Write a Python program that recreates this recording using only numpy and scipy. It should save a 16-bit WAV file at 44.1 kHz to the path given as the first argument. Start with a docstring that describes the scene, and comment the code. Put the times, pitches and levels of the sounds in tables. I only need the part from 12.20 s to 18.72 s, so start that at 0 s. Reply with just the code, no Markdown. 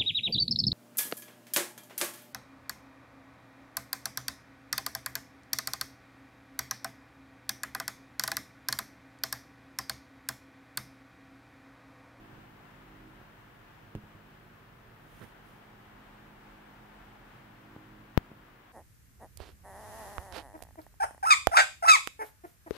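"""A fan hums and rushes in a quiet bedroom, over a low house rumble and faint microphone hiss.
A cat tugs silently at a plush blanket, close to a hand-held phone. The hand bumps the phone's case,
which thuds, rings and, at the hardest bump, clicks. About three seconds in, fabric swishes and
scrapes past the right microphone. Near the end, one sharp pop hits the left one."""
import sys
import numpy as np
from scipy.fft import rfft, irfft, next_fast_len
from scipy.io import wavfile
from scipy.ndimage import map_coordinates

SR = 44100
rng = np.random.default_rng(int(sys.argv[2]) if len(sys.argv) > 2 else 0)


def generate_wav(sig):
    """Save sig (samples, or channels by samples) to the path in sys.argv[1] as 16-bit PCM at SR."""
    pcm = np.round(np.clip(np.atleast_2d(sig).T, -1, 1) * 32767).astype(np.int16)
    wavfile.write(sys.argv[1], SR, pcm)


N = 287532
TIME_S = np.arange(N) / SR


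def amp(db):
    """Turn decibels into a number to multiply by."""
    return 10 ** (np.asarray(db) / 20)


def unit(x):
    """Scale a sound to an average (rms) level of 1."""
    return x / np.sqrt(np.mean(x ** 2) + 1e-20)


def over_pitch(rows, hz):
    """Join (pitch_hz, value) rows into a curve, giving each octave equal room."""
    pitches, values = np.transpose(rows)
    return np.interp(np.log(hz + 1), np.log(pitches + 1), values)


def over_time(rows):
    """Join (time_s, value) rows into a curve, one value per sample."""
    return np.interp(TIME_S, *np.transpose(rows))


def wobble(rate):
    """A smooth curve through `rate` random values a second."""
    values = rng.standard_normal(int(N * rate / SR) + 4)
    return map_coordinates(values, [TIME_S * rate])


def swell(peak_s, rise_s, fall_s):
    """A smooth rise to 1 at peak_s and a smooth fall."""
    t = TIME_S - peak_s
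    return np.exp(-(t / np.where(t < 0, rise_s, fall_s)) ** 2)


def filtered(x, response):
    """Multiply each frequency in a sound by response(hz)."""
    size = 2 * next_fast_len(N // 2 + SR // 4)
    hz = np.fft.rfftfreq(size, 1 / SR)
    return irfft(rfft(x, size) * response(hz), size)[..., :N]


def coloured(x, colour):
    """Give a sound a colour (its mix of low and high), at an average level of 1."""
    return unit(filtered(x, lambda hz: amp(over_pitch(colour, hz))))


def panned(x, balance_db):
    """Make the left side louder than the right by balance_db."""
    return x * np.vstack([amp(balance_db / 2), amp(-balance_db / 2)])


def tone(hz, drift):
    """A slightly unsteady tone at an average level of 1."""
    phase = 2 * np.pi * (hz * TIME_S + rng.random())
    return unit(np.sin(phase + drift * wobble(3.95)))


# How alike the room sounds at the two microphones: pitch_hz, likeness (0 to 1)
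STEREO_LIKENESS = [(60, 1), (290, 0.72), (640, 0.15), (1400, 0.21), (3100, 0.097), (7000, 0)]

def room_noise(colour):
    """Noise from all around: both microphones share the bass but not the treble."""
    def shares(hz):
        angle = np.arccos(np.clip(over_pitch(STEREO_LIKENESS, hz), -1, 1)) / 2
        return np.array([np.cos(angle), np.sin(angle)])
    shared, opposite = filtered(rng.standard_normal((2, N)), shares)
    return coloured(np.array([shared + opposite, shared - opposite]), colour)


SHAFT_HZ, HUM_BALANCE_DB = 52.24, -2.5  # the fan's turns a second; the hum leans right
# The main motor tone, at 4 times the shaft speed: time_s, level_db
MAIN_TONE_LEVELS = [(0.0, -66), (1.2, -66.5), (1.5, -72), (1.87, -61.5), (2.2, -68), (2.92, -73),
                    (3.7, -62), (5.47, -66), (5.72, -61.5), (6.52, -79)]
# The upper motor tone, at 6 times the shaft speed: time_s, level_db
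UPPER_TONE_LEVELS = [(0.0, -61), (0.49, -71), (0.87, -60), (1.03, -74.5), (1.85, -70.5), (2.27, -78),
                     (2.91, -76), (3.74, -74), (3.98, -67), (5.25, -71), (5.57, -63.5), (6.52, -72.5)]
# Tones on either side of the upper one that swell with it: shaft_multiple, average_level_db
NEIGHBOUR_TONES = [(5, -71.5), (7, -75.5)]

def fan_hum(waver_db=1.5, drift=0.5, follow=0.75):
    """Motor tones swell and sink as the phone crosses the room's loud and quiet spots (standing waves)."""
    main_db, upper_db = over_time(MAIN_TONE_LEVELS), over_time(UPPER_TONE_LEVELS)
    swing_db = follow * (upper_db - upper_db.mean())
    tones = [(4, main_db), (6, upper_db)]
    tones += [(multiple, db + swing_db) for multiple, db in NEIGHBOUR_TONES]
    hum = sum(amp(db + waver_db * wobble(7.1)) * tone(multiple * SHAFT_HZ, drift)
              for multiple, db in tones)
    return panned(hum, HUM_BALANCE_DB)


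# The fan's weaker motor tones: shaft_multiple, level_db
WEAK_FAN_TONES = [(2, -71.5), (3, -69)]
# Other steady drones of the house: pitch_hz, level_db
HOUSE_DRONES = [(43.5, -69), (119.5, -68), (383, -78), (689, -79.5)]
# The colour of the rumble: pitch_hz, relative_db
RUMBLE_COLOUR = [(10, -22), (22, -8), (35, 5), (70, -1.5), (120, 4), (185, -1.5), (340, -2.5), (450, -3.5),
                 (700, -13.5), (1500, -42)]

def house_rumble(rumble_db=-61, waver_db=2.1, drift=0.64, fade_start_s=6.17, fade_db_per_s=15):
    """Weak drones waver over the low rumble of the house; both fade at the very end."""
    tones = [(multiple * SHAFT_HZ, db) for multiple, db in WEAK_FAN_TONES] + HOUSE_DRONES
    drones = sum(amp(db) * unit(amp(waver_db * wobble(2.63)) * tone(hz, drift)) for hz, db in tones)
    rumble = amp(rumble_db) * room_noise(RUMBLE_COLOUR)
    fade_db = fade_db_per_s * np.maximum(TIME_S - fade_start_s, 0)
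    return panned(amp(-fade_db) * (drones + rumble), HUM_BALANCE_DB)


# The rush of air as the phone moves about the bed: time_s, level_db (before boost_db is added)
RUSH_LEVELS = [(0.0, -59.5), (2.38, -61), (2.89, -61), (3.12, -60), (4.81, -59), (6.52, -61.5)]
# The colour of the broad rush: pitch_hz, relative_db
RUSH_COLOUR = [(100, -15), (350, -10.5), (550, -3), (720, -3), (1000, 0), (1700, -1.5), (2200, -6.5),
               (3100, -11), (4400, -20), (6200, -26), (9000, -28), (16000, -46)]
# The colour of its narrow, hollow part: pitch_hz, relative_db
HOLLOW_COLOUR = [(400, -43), (600, -16), (690, 2), (900, 3), (1050, -15), (1600, -39)]

def fan_rush(boost_db=2, flutter_db=0.51, hollow_db=-69.5, hollow_growth=6):
    """The fan's rush of air: the louder it arrives, the hollower it sounds."""
    level_db = over_time(RUSH_LEVELS)
    broad = amp(level_db + boost_db + flutter_db * wobble(9.9)) * room_noise(RUSH_COLOUR)
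    swing_db = hollow_growth * (level_db - level_db.mean())
    hollow = amp(hollow_db + swing_db) * room_noise(HOLLOW_COLOUR)
    return panned(broad + hollow, balance_db=2.5)


# The colour of the hiss: pitch_hz, relative_db
HISS_COLOUR = [(1000, -6), (5000, -5), (8000, -11.5), (10200, -8), (12500, -2), (15500, 0)]

def microphone_hiss(level_db=-70.5):
    """Each microphone makes its own faint hiss."""
    hiss = coloured(rng.standard_normal((2, N)), HISS_COLOUR)
    return panned(amp(level_db) * hiss, balance_db=2)


# The hand's bumps on the case: start_s, level_db, contact_s, ring_vs_thud_db, left_minus_right_db
HAND_BUMPS = [(.130, -42, 0.0011, -8, -5), (.182, -40.5, .001, -10.5, -5),
              (1.0148, -41.5, 0.00011, -12, -3), (1.669, -49, .001, -6, -1),
              (1.7516, -29.5, 0.00019, -2, -2), (1.835, -44.5, 0.0012, -3, -1), (1.949, -42, .001, -7, -3),
              (3.016, -41, 0.00039, -12.5, -9), (5.5637, -31, 0.00023, -20, 1),
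              (6.1164, -34, 0.00034, -17, -1)]
# The notes the held case rings with: pitch_hz, relative_db, fade_s (time to fall by 60 dB)
CASE_NOTES = [(48, -7, 0.11), (106.7, -1.5, 0.15), (133, 0.5, 0.091), (164, -4, 0.075), (210, -9, 0.17),
              (292, -4, 0.071), (386, -9.5, 0.079), (490, -17, 0.071)]

def hand_bumps(thud_hz=185, thud_fade_s=0.013):
    """Each bump gives the phone one quickly stopped swing, a thud; then its case rings."""
    track = np.zeros((2, N + SR))
    t = np.arange(SR // 2) / SR
    thud = np.cos(2 * np.pi * thud_hz * t) * amp(-60 * t / thud_fade_s)
    for start_s, level_db, contact_s, ring_db, balance_db in HAND_BUMPS:
        ring = sum(amp(db + rng.normal(0, 1) - 60 * t / fade_s) * np.cos(2 * np.pi * hz * t)
                   for hz, db, fade_s in CASE_NOTES)
        ring *= 1 - np.exp(-t / 0.002)  # the case takes a moment to start ringing
        onset = 1 - np.exp(-(t / contact_s) ** 2)  # softer contact, duller sound
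        bump = amp(level_db) * onset * (thud + amp(ring_db) * ring)
        start = round(start_s * SR)
        track[:, start:start + len(t)] -= panned(bump, balance_db)
    return track[:, :N]


# Dry clicks of the case at the hardest bump: start_s, level_db
CASE_CLICKS = [(1.752, -43), (1.7588, -52), (1.7628, -54)]
# The colour of a click: pitch_hz, relative_db
CLICK_COLOUR = [(600, -7), (1500, 4), (2800, 10), (4300, -16), (6000, -11), (9000, -7), (13000, -11),
                (16000, -11)]

def case_clicks(fade_s=0.0048):
    """The plastic case clicks and settles: tiny bursts of noise."""
    bursts = sum(amp(db - 60 * np.abs(TIME_S - start_s) / fade_s) * (TIME_S >= start_s)
                 for start_s, db in CASE_CLICKS)
    noise = coloured(rng.standard_normal((2, N)), CLICK_COLOUR)
    return panned(bursts * noise, balance_db=6)


# Strokes of fabric past the right microphone: peak_s, swish_db, scrape_db, rise_s, fall_s
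FABRIC_STROKES = [(3.04, -62.5, -58, .2, 0.072), (3.28, -66.5, -58, 0.044, 0.11)]
# The colour of the bright swish: pitch_hz, relative_db
SWISH_COLOUR = [(500, -20), (2400, 4), (3300, 7), (4300, -3.5), (6500, -1.5), (8000, -5), (9300, 1.5),
                (11000, -1), (15500, -2)]
# The colour of the low scrape: pitch_hz, relative_db
SCRAPE_COLOUR = [(25, -14), (90, 1), (220, 1), (400, -3), (700, -13), (1600, -9), (3000, -22), (6000, -38),
                 (12000, -48)]

def fabric_brush(snag_s=3.019, jolts_per_s=700, jolt_db=-1, left_vs_right_db=-15):
    """Fibres swish past the right microphone; pressed harder, they catch and let go in tiny jolts."""
    snag = swell(snag_s, rise_s=0.0093, fall_s=0.022)  # the fabric snags once...
    slip = swell(snag_s + 0.021, rise_s=0.013, fall_s=0.013)  # ...and slips free
    swish_gain = amp(-65) * slip
    scrape_gain = amp(-44.5) * snag + amp(-53) * slip
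    for peak_s, swish_db, scrape_db, rise_s, fall_s in FABRIC_STROKES:
        stroke = swell(peak_s, rise_s, fall_s)
        swish_gain += amp(swish_db) * stroke
        scrape_gain += amp(scrape_db) * stroke
    flicker = amp(1.6 * wobble(250))
    swish = coloured(flicker * rng.standard_normal(N), SWISH_COLOUR)
    jolts = (rng.random(N) < jolts_per_s / SR) * rng.standard_normal(N)
    scrape = coloured(amp(jolt_db) * unit(jolts) + rng.standard_normal(N), SCRAPE_COLOUR)
    right = swish_gain * swish + scrape_gain * scrape
    return np.array([amp(left_vs_right_db) * right, right])


# How the microphone's small opening colours the pop: pitch_hz, gain_db
OPENING_COLOUR = [(100, 1), (2000, 0), (4000, -1.5), (6000, -5), (8000, -10), (9200, -14), (10800, -1.5),
                  (13500, 11), (16000, 6)]

def microphone_pop(start_s=5.97628, gain_db=-1, bass_cut_hz=98, rise_s=0.00004):
    """A sudden step at the left microphone; its bass cut turns the step into a spike and one dip."""
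    def opening(hz):
        # Build the filter so that it rings only after the hit, never before (minimum phase).
        cepstrum = irfft(np.log(amp(over_pitch(OPENING_COLOUR, hz))))
        half = len(cepstrum) // 2
        cepstrum[1:half] *= 2
        cepstrum[half + 1:] = 0
        return np.exp(rfft(cepstrum))
    t = np.maximum(TIME_S - start_s, 0)
    step = 1 - np.exp(-t / rise_s)
    swing = np.sqrt(2) * np.pi * bass_cut_hz * t
    spike = step * np.exp(-swing) * (np.cos(swing) - np.sin(swing))
    return np.array([amp(gain_db) * filtered(spike, opening), np.zeros(N)])


def scene():
    """The steady background with the handling noises on top."""
    background = fan_hum() + house_rumble() + fan_rush() + microphone_hiss()
    return background + hand_bumps() + case_clicks() + fabric_brush() + microphone_pop()


def record(dry):
    """The phone cuts off the very highest treble."""
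    return filtered(dry, lambda hz: hz < 15750)


dry = scene()
out = record(dry)
generate_wav(out)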